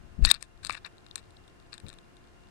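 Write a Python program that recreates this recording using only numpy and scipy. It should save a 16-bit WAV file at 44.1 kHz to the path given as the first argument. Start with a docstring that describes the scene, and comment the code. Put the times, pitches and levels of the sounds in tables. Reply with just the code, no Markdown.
"""A woodpecker pecks and shuffles on a wooden tray: sharp contacts and crunches excite its damped modes.
Claws scrape by dense random catches and squeak by stick and slip; loose seeds tick faintly.
A small bird flaps off first: wingbeats push and pull air and leave eddies; feathers flutter later.
These are on the left with garden noise and a faint whine; the right has hiss and a camera's pulsing buzz."""
import sys
import numpy as np
from scipy import signal
from scipy.fft import rfft, irfft
from scipy.io import wavfile
from scipy.ndimage import uniform_filter1d

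SR = 44100
rng = np.random.default_rng(int(sys.argv[2]) if len(sys.argv) > 2 else 0)


def to_wav(s):
    """Save 16-bit WAV."""
    ch = np.atleast_2d(s).T  # columns
    pcm = np.round(np.clip(ch, -1, 1) * 32767)  # PCM
    wavfile.write(sys.argv[1], SR, pcm.astype(np.int16))


N = 110250  # samples, 2.5 s

# Beak and claw contacts with the tray:
# start_s [s], strength_db [dB], bass_db [dB], treble_db [dB], crunch_s [s], focus_hz [Hz]
CONTACTS = [(0.2265, -40.5, 19, -1, 0.0005, 4600), (0.2504, 1.5, 3.5, -7, 0.00015, 4510),
            (0.2507, -10, 9.5, -5, .0008, 2600), (0.2557, -7.5, -15, 2, 0.002, 4030),
            (.26, -12, -2, 4.5, 0.0019, 9400), (0.291, -20, 12, 9, 0.0029, 4270),
            (.3127, -6.5, 7, -21, .0006, 2516), (0.3137, 7.5, -14, -3, .0005, 3818),
            (0.3132, -7.5, 1, -10, 0.00049, 450), (0.3163, -6.5, 4, 5.5, .0005, 8595),
            (0.3421, -17, 1, -2, 0.0004, 4110), (0.347, -20, -2.5, -1, 0.00062, 4346),
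            (0.4265, -23.5, 0, 9, 0.00052, 5900), (0.4267, -36, 16.5, -10.5, 0.00045, 1800),
            (.649, -19.5, 4, 6, 0.00098, 4420), (0.66, -31, -6, 6.5, .0006, 4400),
            (0.6672, -29.5, 9, 5.5, 0.0008, 4400), (.67, -23.5, 0, 8, 0.0013, 4700),
            (0.6955, -23, 6.5, 1, 0.00091, 4010), (0.6968, -22.5, 17, -12, 0.0011, 1130),
            (0.7045, -26.5, 11, 0, 0.00079, 4320), (0.7074, -24, 14, -4, 0.001, 2200),
            (0.726, -30, -18, 10, .0006, 7000), (0.7476, -30, 11.5, -6, .0007, 2230),
            (0.7514, -31, 17, -5, 0.0013, 2000), (0.849, -28.5, -7, -20, 0.0003, 4070),
            (0.854, -42, 22.5, -12, 0.00068, 1780), (0.864, -33.5, 7.5, 3, .002, 1145),
            (0.982, -45.5, -8, -1.5, 0.0012, 3920), (1.065, -36.5, 5.5, -6, 0.0012, 3936),
            (1.112, -30.5, -21.5, -33, 0.0004, 3900), (1.1574, -23, 8, 12, 0.0021, 3940),
            (1.18, -36, 10, 7, 0.00077, 3840), (1.193, -44.5, -13, -9, .001, 3800),
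            (1.307, -46.5, -5.5, -1.5, 0.00094, 8310), (1.369, -40, -10, -14, 0.00056, 3990),
            (1.479, -44.5, -9, 2.5, 0.0018, 3680), (1.729, -30.5, 6, -9, 0.0014, 4520),
            (1.731, -28.5, 4, -11, 0.00065, 4200), (1.7406, -34.5, 9, 5, 0.00095, 4150),
            (1.746, -37, -4, -6.5, .0007, 4000), (1.78, -34, 3.5, 2.5, 0.001, 3730),
            (1.801, -40, 7.5, 6, 0.00091, 3900), (1.866, -39.5, 8, -1, 0.00087, 3900),
            (1.8845, -35.5, -16, 5.5, 0.0012, 3880), (1.891, -31, -8, -6, 0.0023, 8200),
            (1.901, -34.5, 3, -0.5, 0.0012, 3890), (1.9296, -43, 12.5, 8, 0.00046, 3930),
            (1.9392, -45, -2, 10, 0.00054, 3760), (1.9868, -44, 9, 5, 0.00088, 3690),
            (2.1684, -46, -8, 4, 0.00075, 3830),]
# Damped modes of the tray, before each touch weights and bends them:
# pitch_hz [Hz], level_db [dB], t60_s [s]
TRAY_MODES = [(380, -20.5, 0.005), (613.5, -18.5, 0.0057), (1130, -16.5, 0.012), (1460, -11, 0.0071),
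              (1800, -13.5, 0.011), (2332, -13.5, 0.01), (2660, -11, 0.0063), (3150, -10, .005),
              (3670, -2, 0.0064), (4210, -4, .007), (4950, -4.5, 0.0043), (5900, -15, 0.0051),
              (6613, -7.5, 0.0025), (8265, -1.5, 0.0028), (9220, -11.5, 0.0048), (10780, -20.5, 0.007),
              (13600, -26.5, 0.0023)]
# Claws dragging on wood and seeds:
# start_s [s], length_s [s], level_db [dB rms], bass_db [dB], treble_db [dB], focus_hz [Hz]
CLAW_STROKES = [(0.238, 0.033, -32.5, 8.5, 4, 4300), (0.266, 0.059, -42.5, 12, 0, 4160),
                (0.298, 0.022, -22, -1, -4, 4153), (0.312, 0.072, -42, 7.5, -10, 3800),
                (0.405, 0.056, -52.5, 6.5, 1.5, 5900), (0.628, 0.088, -48.5, 7.5, 0, 4530),
                (0.707, 0.06, -42.5, 12.5, 0.5, 2260), (0.762, 0.029, -44.5, 9.5, -7.5, 2430),
                (0.843, 0.04, -44, 14.5, -12, 1800), (1.169, 0.039, -52, 7.5, 1.5, 4010),
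                (1.719, 0.052, -53.5, 9.5, -1, 4380), (1.863, 0.11, -58.5, 13, -4, 3900)]
# Path of a claw slipping in quick regular jerks: time_s [s], slip_rate_hz [Hz], level_db [dB]
SLIP_PATH = [(.265, 830, -38.5), (0.27, 1030, -30), (.274, 1450, -28.5), (.276, 1850, -23),
             (0.286, 2000, -25.5), (.297, 1920, -23), (0.305, 1650, -27.5), (0.311, 1800, -26.5),
             (.322, 1000, -37)]
# Wingbeats, each a push and a pull of air: centre_s [s], half_width_s [s], peak_db [dB]
WINGBEATS = [(0.1931, 0.0015, -21), (0.234, .0048, -7), (.266, .008, -17.5)]
# Strength of the eddies at the microphone: time_s [s], level_db [dB]
EDDY_LEVELS = [(0, -50), (.04, -43), (.1, -52.5), (.165, -46.5), (.19, -31.5), (.24, -24), (.29, -32.5),
               (.34, -44.5), (.45, -59.5), (.62, -49), (.69, -43.5), (.8, -65), (1.81, -67), (1.95, -54.5),
               (2.1, -67.5)]
# Strength of the soft feather flutter: time_s [s], level_db [dB]
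FLUTTER_LEVELS = [(1.82, -64), (1.84, -41.5), (1.895, -48.5), (1.93, -67)]
# Noise spectra of eddies, feathers, garden and hiss: pitch_hz [Hz], density_db [relative dB per Hz]
EDDY_SPECTRUM = [(15, 0.5), (35, -0.5), (70, -6), (130, -10), (250, -18.5), (500, -34.5), (2000, -62),
                 (16000, -89)]
FEATHER_SPECTRUM = [(50, -5.5), (115, -2.5), (230, -10), (600, -20.5), (3000, -53)]
GARDEN_SPECTRUM = [(20, -4.5), (60, 0), (130, -5), (300, -13), (700, -18), (1600, -19), (3000, -30),
                   (6000, -36), (9000, -37.5), (12000, -44), (16000, -59.5)]
HISS_SPECTRUM = [(20, 4), (100, -1), (400, -4), (1500, -15), (4000, -20), (9000, -26.5), (12000, -36),
                 (16000, -49.5)]

GARDEN_DB, HISS_DB = -54.5, -60
WHINE_HZ, WHINE_WIDTH_HZ, WHINE_DB = 2785, 23, -72
# electrical buzz: bursts of spikes once a frame, each after a short gap
FRAME_HZ, SPIKE_HZ, FIRST_FRAME_S, GAP_S = 30, 350, 0.0053, 0.0034
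SPIKE_DECAY_S, SPIKE_DB, STEADY_CURRENT_DB = 0.00056, -48.5, -49
BUZZ_LOW_HZ, BUZZ_HIGH_HZ = 60, 3100
# response of the tray to a touch
BASS_BELOW_HZ, TREBLE_ABOVE_HZ = 3100, 5800
STIFF_HZ = 900  # modes below this depend less on where the tray is touched
FOCUS_DB, FOCUS_OCTAVES = 9, 0.19
MODE_PULL = 0.35  # share of the way that nearby modes shift towards the focus
SEEDS_PER_S, SEEDS_DB, SEEDS_SPREAD_DB, SEEDS_BASS_DB, SEEDS_TREBLE_DB = 19, -53, 2.5, -16, -6
CATCHES_PER_S, CATCH_SPREAD_DB = 1500, 3
SCRAPE_ATTACK_S, SCRAPE_RELEASE = 0.0034, 0.55  # the release is a share of the stroke
SCRAPE_FOCUS = 0.22  # a moving claw favours one mode less than a knock does
SQUEAK_JITTER, SQUEAK_DB_PER_OCTAVE = 0.04, 4  # jitter is a share of the slip rate
SQUEAK_BASS_DB, SQUEAK_TREBLE_DB = 14, -30
CRUNCH, CRUNCH_RISE_S = 0.69, 0.00042  # norm of the crunch, beside a contact of 0.5
EVENNESS = 0.357  # how evenly a contact feeds all modes, 0-1
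# overload
DUCK_ABOVE_DB, DUCK_SHARE = -19, 0.23  # dB of gain lost per dB of excess
PEAK_FALL_DB_PER_S = 28.5  # fall of the held power, not of the gain
CEILING, BAND_EDGE_HZ = 0.9, 15900


def amp(db):
    """Decibels express amplitude ratios logarithmically, twenty to a decade."""
    return 10 ** (np.asarray(db) / 20)


def unit(x):
    """Division by the root mean square gives unit rms."""
    return x / np.sqrt(np.mean(x ** 2) + 1e-20)


def add(mix, start_s, sound):
    """Superposition: a sound is summed into the mix at its start time."""
    part = mix[max(round(start_s * SR), 0):][:len(sound)]
    part += sound[:len(part)]


def noise(spectrum):
    """Spectral shaping: white noise is weighted by frequency and scaled to unit rms."""
    pitch_hz, density_db = np.transpose(spectrum)
    f = np.fft.rfftfreq(N, 1 / SR)
    density = amp(np.interp(np.log(f + 1), np.log(pitch_hz), density_db))
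    white = rfft(rng.standard_normal(N))
    return unit(irfft(white * density * (f > 10), N))


def hiss():
    """Broadband random noise: a steady shaped hiss."""
    return amp(HISS_DB) * noise(HISS_SPECTRUM)


def buzz():
    """Periodic excitation: the camera draws bursts of decaying current spikes, one burst a frame."""
    t = np.arange(N) / SR
    since_frame = (t - FIRST_FRAME_S) % (1 / FRAME_HZ)
    since_spike = (since_frame - GAP_S) % (1 / SPIKE_HZ)
    spikes = (since_frame > GAP_S) * np.exp(-since_spike / SPIKE_DECAY_S)
    # the band filter leaves only a brief soft onset of the steady current
    current = amp(SPIKE_DB) * spikes - amp(STEADY_CURRENT_DB)
    band = signal.butter(1, [BUZZ_LOW_HZ, BUZZ_HIGH_HZ], "band", fs=SR)
    return signal.lfilter(*band, current)


def garden():
    """Broadband random noise: the steady background of the garden."""
    return amp(GARDEN_DB) * noise(GARDEN_SPECTRUM)


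def whine():
    """Narrow resonance: noise through a sharp peak becomes a faint, steady, fuzzy whine."""
    peak = signal.iirpeak(WHINE_HZ, WHINE_HZ / WHINE_WIDTH_HZ, SR)
    return amp(WHINE_DB) * unit(signal.lfilter(*peak, rng.standard_normal(N)))


def wings():
    """Displaced air: each wingbeat is a push then a pull, with noise for eddies and feather flutter."""
    t = np.arange(N) / SR
    puffs = np.zeros(N)
    for centre_s, half_width_s, peak_db in WINGBEATS:
        x = (t - centre_s) / half_width_s
        puffs -= amp(peak_db) * x * np.exp((1 - x ** 2) / 2)  # extremes at x = -1 and 1
    flutter_db = np.interp(t, *np.transpose(FLUTTER_LEVELS), left=-np.inf, right=-np.inf)
    flutter = amp(flutter_db) * noise(FEATHER_SPECTRUM)
    eddies = amp(np.interp(t, *np.transpose(EDDY_LEVELS))) * noise(EDDY_SPECTRUM)
    return puffs + flutter + eddies


def ring(bass_db, treble_db, focus_hz=None, focus=1):
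    """Modal superposition: the touch weights damped modes, and may favour and bend those near a focus."""
    t = np.arange(SR // 40) / SR
    hz, db, t60 = np.transpose(TRAY_MODES)[:, :, None]
    bass = bass_db * (hz < BASS_BELOW_HZ) * np.minimum(hz / STIFF_HZ, 1)
    db = db + bass + treble_db * (hz > TREBLE_ABOVE_HZ)
    if focus_hz:
        near = focus * np.exp(-(np.log2(hz / focus_hz) / FOCUS_OCTAVES) ** 2)
        db = db + FOCUS_DB * near
        hz = hz + MODE_PULL * near * (focus_hz - hz)
    modes = amp(db) * np.exp(-np.log(1000) * t / t60) * np.sin(2 * np.pi * hz * t)
    return modes[::2].sum(0) - modes[1::2].sum(0)  # neighbouring modes alternate in sign


def seeds():
    """Random impulses: loose seeds shift and tick, each faintly ringing the tray."""
    chance, size = rng.random(N), rng.standard_normal(N)
    ticks = (chance < SEEDS_PER_S / SR) * amp(SEEDS_DB + SEEDS_SPREAD_DB * size)
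    return signal.fftconvolve(ticks, ring(SEEDS_BASS_DB, SEEDS_TREBLE_DB))[:N]


def scrape(length_s, level_db, bass_db, treble_db, focus_hz):
    """Friction as random impulses: a dense run of tiny catches rings the tray."""
    t = np.arange(0, length_s, 1 / SR)
    size = np.minimum(rng.exponential(1, len(t)), 3)
    sign = rng.choice([-1, 1], len(t))
    caught = rng.random(len(t)) < CATCHES_PER_S / SR
    catches = sign * amp(CATCH_SPREAD_DB * size) * caught
    release = (1 - t / length_s) / SCRAPE_RELEASE
    envelope = np.clip(np.minimum(t / SCRAPE_ATTACK_S, release), 0, 1)
    sound = signal.fftconvolve(catches * envelope, ring(bass_db, treble_db, focus_hz, SCRAPE_FOCUS))
    return amp(level_db) * sound * np.sqrt(len(t)) / (np.linalg.norm(sound) + 1e-12)


def squeak():
    """Stick-slip oscillation: harmonic pulses with an arching, jittered rate ring the tray."""
    time_s, slip_rate_hz, level_db = np.transpose(SLIP_PATH)
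    t = np.arange(time_s[0], time_s[-1], 1 / SR)
    jitter = unit(uniform_filter1d(rng.standard_normal(N), size=30))[:len(t)]
    rate_hz = np.interp(t, time_s, slip_rate_hz) * (1 + SQUEAK_JITTER * jitter)
    turns = np.cumsum(rate_hz) / SR
    slips = np.zeros(len(t))
    for k in range(1, 8):
        slips += amp(SQUEAK_DB_PER_OCTAVE * np.log2(k)) * np.cos(2 * np.pi * k * turns)
    sound = signal.fftconvolve(slips, ring(SQUEAK_BASS_DB, SQUEAK_TREBLE_DB))[:len(t)]
    return time_s[0], amp(np.interp(t, time_s, level_db)) * unit(sound)


def causal(gain):
    """Minimum phase: of all spectra with these gains, the one that starts most abruptly."""
    return np.exp(np.conj(signal.hilbert(np.log(gain + 1e-4))))


def knock(start_s, strength_db, bass_db, treble_db, crunch_s, focus_hz):
    """Impact excitation: a graze, one sharp contact and a brief crunch feed the modes of the tray."""
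    t = np.arange(-200, 824) / SR
    crunch = rng.standard_normal(len(t)) * np.exp(np.minimum(t / CRUNCH_RISE_S, -t / crunch_s))
    contact = (t == 0) / 2
    blow = np.fft.fft(contact + CRUNCH * crunch / np.linalg.norm(crunch))
    # partly flatten the spectrum, then set the norm
    force = np.fft.ifft(blow / causal(abs(blow)) ** EVENNESS).real
    force *= np.sqrt(1 / 4 + CRUNCH ** 2) / np.linalg.norm(force)
    response = abs(np.fft.fft(ring(bass_db, treble_db, focus_hz)))
    wood = np.fft.ifft(causal(response)).real
    return start_s + t[0], amp(strength_db) * signal.fftconvolve(force, wood)


def scene():
    """Superposition of sources: birds, garden and whine on the left, buzz and hiss on the right."""
    tray = np.zeros(N)
    for contact in CONTACTS:
        add(tray, *knock(*contact))
    for start_s, *stroke in CLAW_STROKES:
        add(tray, start_s, scrape(*stroke))
    add(tray, *squeak())
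    left = tray + seeds() + wings() + garden() + whine()
    right = buzz() + hiss()
    return np.array([left, right])


def record(dry):
    """Overload and gain reduction: strong left power lowers both gains; clipping and a low-pass follow."""
    power = signal.lfilter([1 / 441], [1, 1 / 441 - 1], dry[0] ** 2)  # 10 ms average
    power_db = 10 * np.log10(abs(power) + 1e-12)
    fall_db = np.arange(N) * PEAK_FALL_DB_PER_S / SR
    held_db = np.maximum.accumulate(power_db + fall_db) - fall_db
    over_db = np.maximum(held_db - DUCK_ABOVE_DB, 0)
    clipped = np.clip(dry * amp(-DUCK_SHARE * over_db), -CEILING, CEILING)
    low_pass = signal.firwin(255, BAND_EDGE_HZ, window=("kaiser", 8), fs=SR)
    return signal.oaconvolve(clipped, low_pass[None], "same")


dry = scene()
out = record(dry)
to_wav(out)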